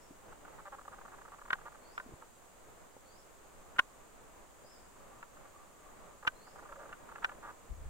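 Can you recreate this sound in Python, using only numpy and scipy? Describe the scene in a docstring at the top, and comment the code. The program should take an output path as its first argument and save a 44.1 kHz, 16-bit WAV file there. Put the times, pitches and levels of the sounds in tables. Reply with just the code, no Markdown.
"""A hand-held camera in a forest. Throughout: a wash of leaves, an insect chorus, a far bird now and then.
From 0.3 s the focus stepper hunts, rasping through the lens barrel. From 1.5 s dry, twig-like snaps
crack very close and ring briefly, as if in the camera's shell. Fingers bump the body, mostly at 2-3 s.
The zoom gears whine from 3.5 s, and the loudest snap falls at 3.8 s. From 6.2 s come more snaps, a lower
zoom hum and more hunting; at 7.7 s air buffets the microphone."""
import sys
import numpy as np
from scipy import signal
from scipy.fft import rfft, irfft
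from scipy.io import wavfile

SR = 44100
rng = np.random.default_rng(int(sys.argv[2]) if len(sys.argv) > 2 else 0)


def dump_mix(stems):
    """Bounce the given channels to the path in sys.argv[1] as a 16-bit WAV at rate SR."""
    frames = np.atleast_2d(stems).T  # one column per channel
    limited = np.clip(frames, -1, 1)  # hard clip at full scale
    pcm = np.round(limited * 32767).astype(np.int16)
    wavfile.write(sys.argv[1], SR, pcm)


N = 347949
TIME_S = np.arange(N) / SR
BINS_HZ = np.fft.rfftfreq(N, 1 / SR)

# foliage spectrum: freq_hz, gain_db
LEAF_SPECTRUM = [(20, 10.5), (50, 3), (100, -2.5), (220, -2), (550, 1.5), (800, -1), (1150, -2),
                 (1600, -7.5), (2500, -13.5), (4000, -19), (6000, -21.5), (11000, -23), (16000, -21)]
# foliage left-right likeness: freq_hz, base_coherence
LEAF_COHERENCE = [(60, 0.17), (150, 0.18), (380, 0.11), (950, 0.3), (2380, 0.13), (5980, 0.2),
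                  (15000, -0.07)]
# breeze strength: time_s, relative_db
BREEZE = [(0.0, -63.5), (0.92, -61.5), (2.64, -64.5), (6.48, -62.5), (6.72, -61), (7.12, -59.5),
          (7.34, -59), (7.58, -63), (7.89, -63)]
# far insects: freq_hz, gain_db
CHORUS_SPECTRUM = [(4500, -36), (6000, -8), (6550, 1.5), (7100, 2), (8000, 2), (9000, -4.5), (10500, -12),
                   (14000, -25)]
# near insects: pitch_hz, level_db
TRILLS = [(6487, -89), (6632, -84), (6965, -85), (7140, -89), (7666, -96)]
# bird glides: start_s, length_s, first_hz, last_hz, bow_hz, relative_db
WHISTLES = [(0, .04, 4770, 5700, 150, -68), (1.801, .175, 4230, 5670, -270, -70),
            (3.04, 0.17, 4280, 5650, -200, -69.5), (4.625, .15, 4350, 4300, 950, -66),
            (6.335, .19, 4050, 5620, -330, -69)]
# air on the microphone: start_s, end_s, relative_db
BUFFETS = [(7.685, 7.91, -45.5)]
# its spectrum: freq_hz, gain_db
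BUFFET_SPECTRUM = [(15, -6.5), (38, -4.5), (70, -4.5), (110, -15), (180, -25), (400, -45), (1000, -82)]
# finger bumps: start_s, level_db, pitch_hz
BUMPS = [(.106, -43, 253), (2.061, -47, 231), (2.090, -45, 206), (2.121, -45, 300), (2.137, -47, 70),
         (2.685, -49, 483), (2.771, -50, 476), (2.965, -49.5, 520), (4.645, -52, 520), (7.384, -49, 550)]
# zoom runs, whining: start_s, end_s, relative_db
ZOOM_WHINES = [(3.47, 4.12, -70.5), (4.94, 5.46, -66.5), (5.53, 5.66, -61), (5.63, 5.85, -67),
               (5.81, 5.93, -60), (5.93, 6.24, -67)]
# zoom runs, humming: start_s, end_s, relative_db
ZOOM_HUMS = [(6.54, 6.63, -60.5), (6.66, 6.89, -55.5)]
# lens barrel response: freq_hz, gain_db
BARREL_SPECTRUM = [(300, -34.5), (470, -12), (575, 1.5), (660, -14.5), (810, 6), (950, 0), (1220, 6),
                   (1420, 0.5), (1630, -2), (1850, -6.5), (2100, -17), (3200, -23), (5500, -38)]
# single focus moves: start_s, nominal_length_s, level_db, steps_per_s
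FOCUS_MOVES = [(0.319, 0.016, -53.5, 220), (.520, .032, -62, 220), (0.581, 0.03, -55.5, 210),
               (0.649, 0.041, -50, 200), (0.718, 0.038, -49.5, 272), (0.878, 0.0076, -46, 236),
               (0.914, 0.037, -53, 236), (1.113, 0.042, -55, 236), (1.314, .039, -53.5, 236),
               (1.651, 0.039, -49, 236), (5.366, .013, -57.5, 236), (5.45, 0.013, -57, 236),
               (6.225, 0.013, -51, 236), (6.465, .021, -55.5, 236), (6.786, 0.057, -54.5, 236),
               (7.424, 0.11, -49.5, 238)]
# focus hunting: start_s, end_s, level_db, nudge_s
FOCUS_HUNTS = [(.4495, 1.76, -53.5, 0.013), (6.553, 6.94, -54.5, .021), (7.0855, 7.33, -50.5, 0.012)]
# fracture spectrum: freq_hz, gain_db
CRACK_SPECTRUM = [(130, 1), (380, -2), (750, 2.5), (1400, 5), (3200, 4.5), (4500, -9.5), (8000, -16.5),
                  (15000, -22.5)]
# shell resonances: base_hz, gain_db, base_t60_s
SHELL_MODES = [(595, -27.5, 0.052), (853, -33, 0.032), (1052, -12.5, 0.039), (1278, -10.5, 0.034),
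               (1475, -1.5, 0.023), (1564, -6.5, 0.038), (1846, -2, 0.015), (1990, -11.5, 0.013),
               (2410, -11.5, 0.015), (2925, -11, .014), (3460, -21.5, 0.01), (3900, -30, 0.01),
               (4400, -34.5, 0.013), (5800, -36, 0.011)]
# snaps: time_s, level_db, pitch_ratio, tilt_db_per_oct, left_lag_ms, second_delay_ms, second_relative_db
SNAPS = [(1.5047, -17.5, 1, -1.5, .13, 2.7, -20), (1.5303, -12, 1.01, 1.5, 0.14, 2.65, -12),
         (1.9785, -22.5, 0.94, -0.5, 0.24, 2.9, -28), (1.9992, -28.5, 0.98, -6, 0.15, 2.7, -20),
         (2.2213, -40.5, .86, -17, .08, 3, -7), (3.7620, -42, .96, -1, 0.055, 4.3, 1),
         (3.7908, -9, 1.002, 4.2, -.12, 2.75, 2), (5.2278, -33, 0.91, -1.5, 0.15, 3, -19),
         (6.2500, -31, 0.83, -10.5, .08, 3, -22), (6.2745, -14, 0.98, 8, 0.16, 3.3, 0),
         (6.7230, -33, .87, -9, .12, 3, -7), (6.9276, -34, .95, -1, 0.09, 3.5, -4),
         (7.157, -36.5, 0.91, 1, 0.1, 3, -5), (7.2273, -32, 0.9, -6, 0.037, 3.1, -3),
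         (7.2450, -15.5, 0.97, 5.5, 0.2, 5.5, -8), (7.2934, -38.5, 0.93, 4, 0.085, 3.5, -5)]


def amp(db):
    """Decibels to gain."""
    return 10 ** (np.asarray(db) / 20)


def unit_rms(x):
    """Scale to rms 1."""
    return x / np.sqrt(np.mean(x ** 2) + 1e-20)


def curve_at(points, hz):
    """Interpolate on a log-frequency axis."""
    freq_hz, value = np.transpose(points)
    return np.interp(np.log(hz + 1), np.log(freq_hz + 1), value)


def add(mix, start_s, sound):
    """Mix a sound in at start_s."""
    part = mix[:, max(round(start_s * SR), 0):][:, :sound.shape[-1]]
    part += sound[..., :part.shape[1]]


def noise(gain, coherence=0):
    """Stereo noise, rms 1, shaped by a gain per bin."""
    left, other = rfft(rng.standard_normal((2, N)))
    right = coherence * left + np.sqrt(1 - coherence ** 2) * other
    return unit_rms(irfft(np.array([left, right]) * gain, N))


def resonance(hz, centre_hz, width_hz):
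    """Gain of a steep-skirted peak."""
    return 1 / (1 + (2 * (hz - centre_hz) / width_hz) ** 2)


def impulse_response(spectrum, size=2048):
    """Minimum-phase response, energy 1."""
    log_gain = np.log(amp(curve_at(spectrum, abs(np.fft.fftfreq(size, 1 / SR)))))
    response = np.fft.ifft(np.exp(np.conj(signal.hilbert(log_gain)))).real[:size // 2]
    return response / np.linalg.norm(response)


def drift(rate_hz):
    """Smooth random wander, rms 1."""
    return unit_rms(irfft(rfft(rng.standard_normal(N)) * np.exp(-(BINS_HZ / rate_hz) ** 2), N))


def envelope(rows, fade_s, waver_db, waver_hz):
    """Per row: fade in, wavering hold, fade out."""
    held = sum(amp(db) * np.clip(np.minimum(TIME_S - start_s, end_s - TIME_S) / fade_s, 0, 1)
               for start_s, end_s, db in rows)
    return held * amp(waver_db * drift(waver_hz))


def leaves(split_hz=2500, trim_db=6, hiss_gain_db=-57.1, flutter_db=1.34, pan_db=0.5):
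    """The low wash of foliage follows the breeze; the hiss on top stays steady."""
    wash = noise(amp(curve_at(LEAF_SPECTRUM, BINS_HZ)), 0.96 * curve_at(LEAF_COHERENCE, BINS_HZ))
    body = signal.sosfiltfilt(signal.butter(2, split_hz, fs=SR, output="sos"), wash)
    breeze_db = np.interp(TIME_S, *np.transpose(BREEZE))
    swell = amp(breeze_db + trim_db + flutter_db * drift(rate_hz=6.3))
    return body * swell * amp([[-pan_db], [pan_db]]) + (wash - body) * amp(hiss_gain_db)


def insects(chorus_db=-68, trill_width_hz=22):
    """Far insects blur into one band; a few near ones hold their own pitch."""
    chorus = amp(chorus_db) * noise(amp(curve_at(CHORUS_SPECTRUM, BINS_HZ)))
    return chorus + sum(amp(db) * noise(resonance(BINS_HZ, hz, trill_width_hz)) for hz, db in TRILLS)


def bird(direct_db=-9, echo_db=-1, echo_t60_s=0.55):
    """Thin slurred whistles, smeared by scattering among trunks."""
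    song = np.zeros((1, N))
    wobble = 1 + 0.0093 * drift(rate_hz=130)
    for start_s, length_s, first_hz, last_hz, bow_hz, db in WHISTLES:
        progress = np.arange(0, length_s, 1 / SR) / length_s
        pitch_hz = first_hz + (last_hz - first_hz) * progress + bow_hz * np.sin(np.pi * progress)
        phase = 2 * np.pi * np.cumsum(pitch_hz * wobble[:len(progress)]) / SR
        add(song, start_s, amp(db) * np.sqrt(2) * np.sin(phase) * signal.windows.tukey(len(phase), 0.36))
    reflections = rng.standard_normal((2, SR)) * (rng.random((2, SR)) < 0.04)
    reflections *= amp(-60 * TIME_S[:SR] / echo_t60_s)
    echo = signal.fftconvolve(song, reflections / np.linalg.norm(reflections[0]))[:, :N]
    return amp(direct_db) * song + amp(echo_db) * echo


def air_buffet(trim_db=1):
    """Air rumbles at the microphone ports."""
    gust = envelope(BUFFETS, fade_s=0.032, waver_db=3, waver_hz=14)
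    return amp(trim_db) * gust * noise(amp(curve_at(BUFFET_SPECTRUM, BINS_HZ)), coherence=0.27)


def finger_bumps(rise_s=0.0009, t60_s=0.046):
    """Soft fingertips land gradually on the body: dull thuds."""
    out = np.zeros((2, N))
    age_s, bins_hz = TIME_S[:4096], np.fft.rfftfreq(4096, 1 / SR)
    contour = (1 - np.exp(-(age_s / rise_s) ** 2)) * amp(-60 * age_s / t60_s)
    for start_s, db, pitch_hz in BUMPS:
        white = rng.standard_normal((3, len(age_s)))  # shared, left, right
        thud = irfft(rfft(white) * resonance(bins_hz, pitch_hz, width_hz=pitch_hz))
        add(out, start_s, amp(db) * contour * unit_rms(thud[0] + 0.5 * thud[1:]))
    return out


def zoom_motor(whine_trim_db=-1.5, hum_trim_db=-1):
    """The zoom gears stir two narrow resonances."""
    whine = noise(resonance(BINS_HZ, centre_hz=1170, width_hz=130), coherence=0.59)
    whine *= envelope(ZOOM_WHINES, fade_s=0.042, waver_db=1.5, waver_hz=9.3)
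    hum = noise(resonance(BINS_HZ, centre_hz=570, width_hz=75), coherence=1)
    hum *= envelope(ZOOM_HUMS, fade_s=0.049, waver_db=2, waver_hz=11)
    return amp(whine_trim_db) * whine + amp(hum_trim_db) * hum


def focus_runs(hunt_hz=14.985, back_after_s=0.028, steps_per_s=236, scatter_db=0.9):
    """Single moves, plus clocked out-and-back nudges wherever no move interrupts."""
    runs = list(FOCUS_MOVES)
    for start_s, end_s, db, nudge_s in FOCUS_HUNTS:
        for cycle_s in np.arange(start_s, end_s, 1 / hunt_hz):
            for at_s in (cycle_s, cycle_s + back_after_s):
                nudge_db = db + scatter_db * rng.standard_normal()
                travel_s = nudge_s * np.exp(0.18 * rng.standard_normal())
                if not any(move_s - nudge_s < at_s < move_s + length_s
                           for move_s, length_s, _, _ in FOCUS_MOVES):
                    runs.append((at_s, travel_s, nudge_db, steps_per_s))
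    return runs


def focus_motor(step_jitter=0.029, ramp_s=0.0067, left_lag_s=0.00011, right_db=1.5, max_samples=4096):
    """Stepper ticks and gear scrape ring the lens barrel."""
    drive = np.zeros((2, N))
    for start_s, length_s, db, steps_per_s in focus_runs():
        count = int(np.clip(length_s * SR, 64, max_samples))
        scrape = rng.standard_normal((3, max_samples))[:, :count]  # shared, left, right
        steps_s = (np.cumsum(1 + step_jitter * rng.standard_normal(24)) - 0.5) / steps_per_s
        ticks = np.bincount((steps_s * SR).astype(int), minlength=count)[:count]
        rasp = unit_rms(ticks) + 0.65 * scrape[0] + 0.4 * scrape[1:]
        fade = signal.windows.tukey(count, min(2 * ramp_s / length_s, 0.5))
        add(drive, start_s, amp(db) * unit_rms(rasp * fade))
    left, right = signal.oaconvolve(drive, impulse_response(BARREL_SPECTRUM)[None])[:, :N]
    return np.array([np.interp(TIME_S - left_lag_s, TIME_S, left), right * amp(right_db)])


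def fractures(give_lead_s=0.0058, give_db=-13, give_db_per_oct=-2):
    """Three stages per snap: a dull give, the crack, a second crack as it tears through."""
    for at_s, db, pitch_ratio, db_per_oct, lag_ms, second_ms, second_db in SNAPS:
        yield at_s - give_lead_s, db + second_db + give_db, pitch_ratio, db_per_oct + give_db_per_oct, lag_ms
        yield at_s, db, pitch_ratio, db_per_oct, lag_ms
        yield at_s + second_ms / 1000, db + second_db, pitch_ratio, db_per_oct, lag_ms


def snaps(crack_db=-20.5, crack_t60_s=0.023, tear_s=0.002, rise_s=0.00083, scatter_db=2.5, right_db=1):
    """Each fracture tears, lets go and rings the shell, reaching the two ports at different times."""
    out = np.zeros((2, N))
    time_s = np.arange(-512, 3584) / SR  # 0 = release
    tear = (1 + np.tanh(time_s / tear_s)) / 2
    crack_filter = impulse_response(CRACK_SPECTRUM)[None]
    mode_hz, mode_db, t60_s = np.transpose(SHELL_MODES)[:, :, None, None]
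    octaves = np.log2(mode_hz / mode_hz[mode_db.argmax()])
    for at_s, db, pitch_ratio, db_per_oct, lag_ms in fractures():
        delay_s = np.maximum([[lag_ms], [-lag_ms]], 0) / 1000
        age_s = np.maximum(time_s - delay_s, 0)
        ring_t60_s = t60_s * 0.67 * 2 ** (-db / 37.5)  # weaker fractures ring longer
        weight = amp(mode_db + db_per_oct * octaves + scatter_db * rng.standard_normal((len(mode_hz), 2, 1)))
        modes = weight * amp(-60 * age_s / ring_t60_s) * np.sin(2 * np.pi * mode_hz * pitch_ratio * age_s)
        ring = 0.67 * modes.sum(0) * (1 - np.exp(-age_s / rise_s))
        burst = rng.standard_normal(age_s.shape) * amp(-60 * age_s / crack_t60_s) * tear
        crack = amp(crack_db + db_per_oct / 2) * signal.fftconvolve(burst, crack_filter)[:, :len(time_s)]
        add(out, at_s + time_s[0], amp(db) * (ring + crack))
    return out * amp([[0], [right_db]])


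def scene():
    """Forest, camera sounds, close snaps."""
    forest = leaves() + insects() + bird()
    camera = air_buffet() + finger_bumps() + zoom_motor() + focus_motor()
    return forest + camera + snaps()


def record(dry):
    """The recorder's band limit."""
    lowpass = signal.firwin(511, cutoff=15850, window=("kaiser", 9), fs=SR)
    return signal.oaconvolve(dry, lowpass[None], "same")


dry = scene()
out = record(dry)
dump_mix(out)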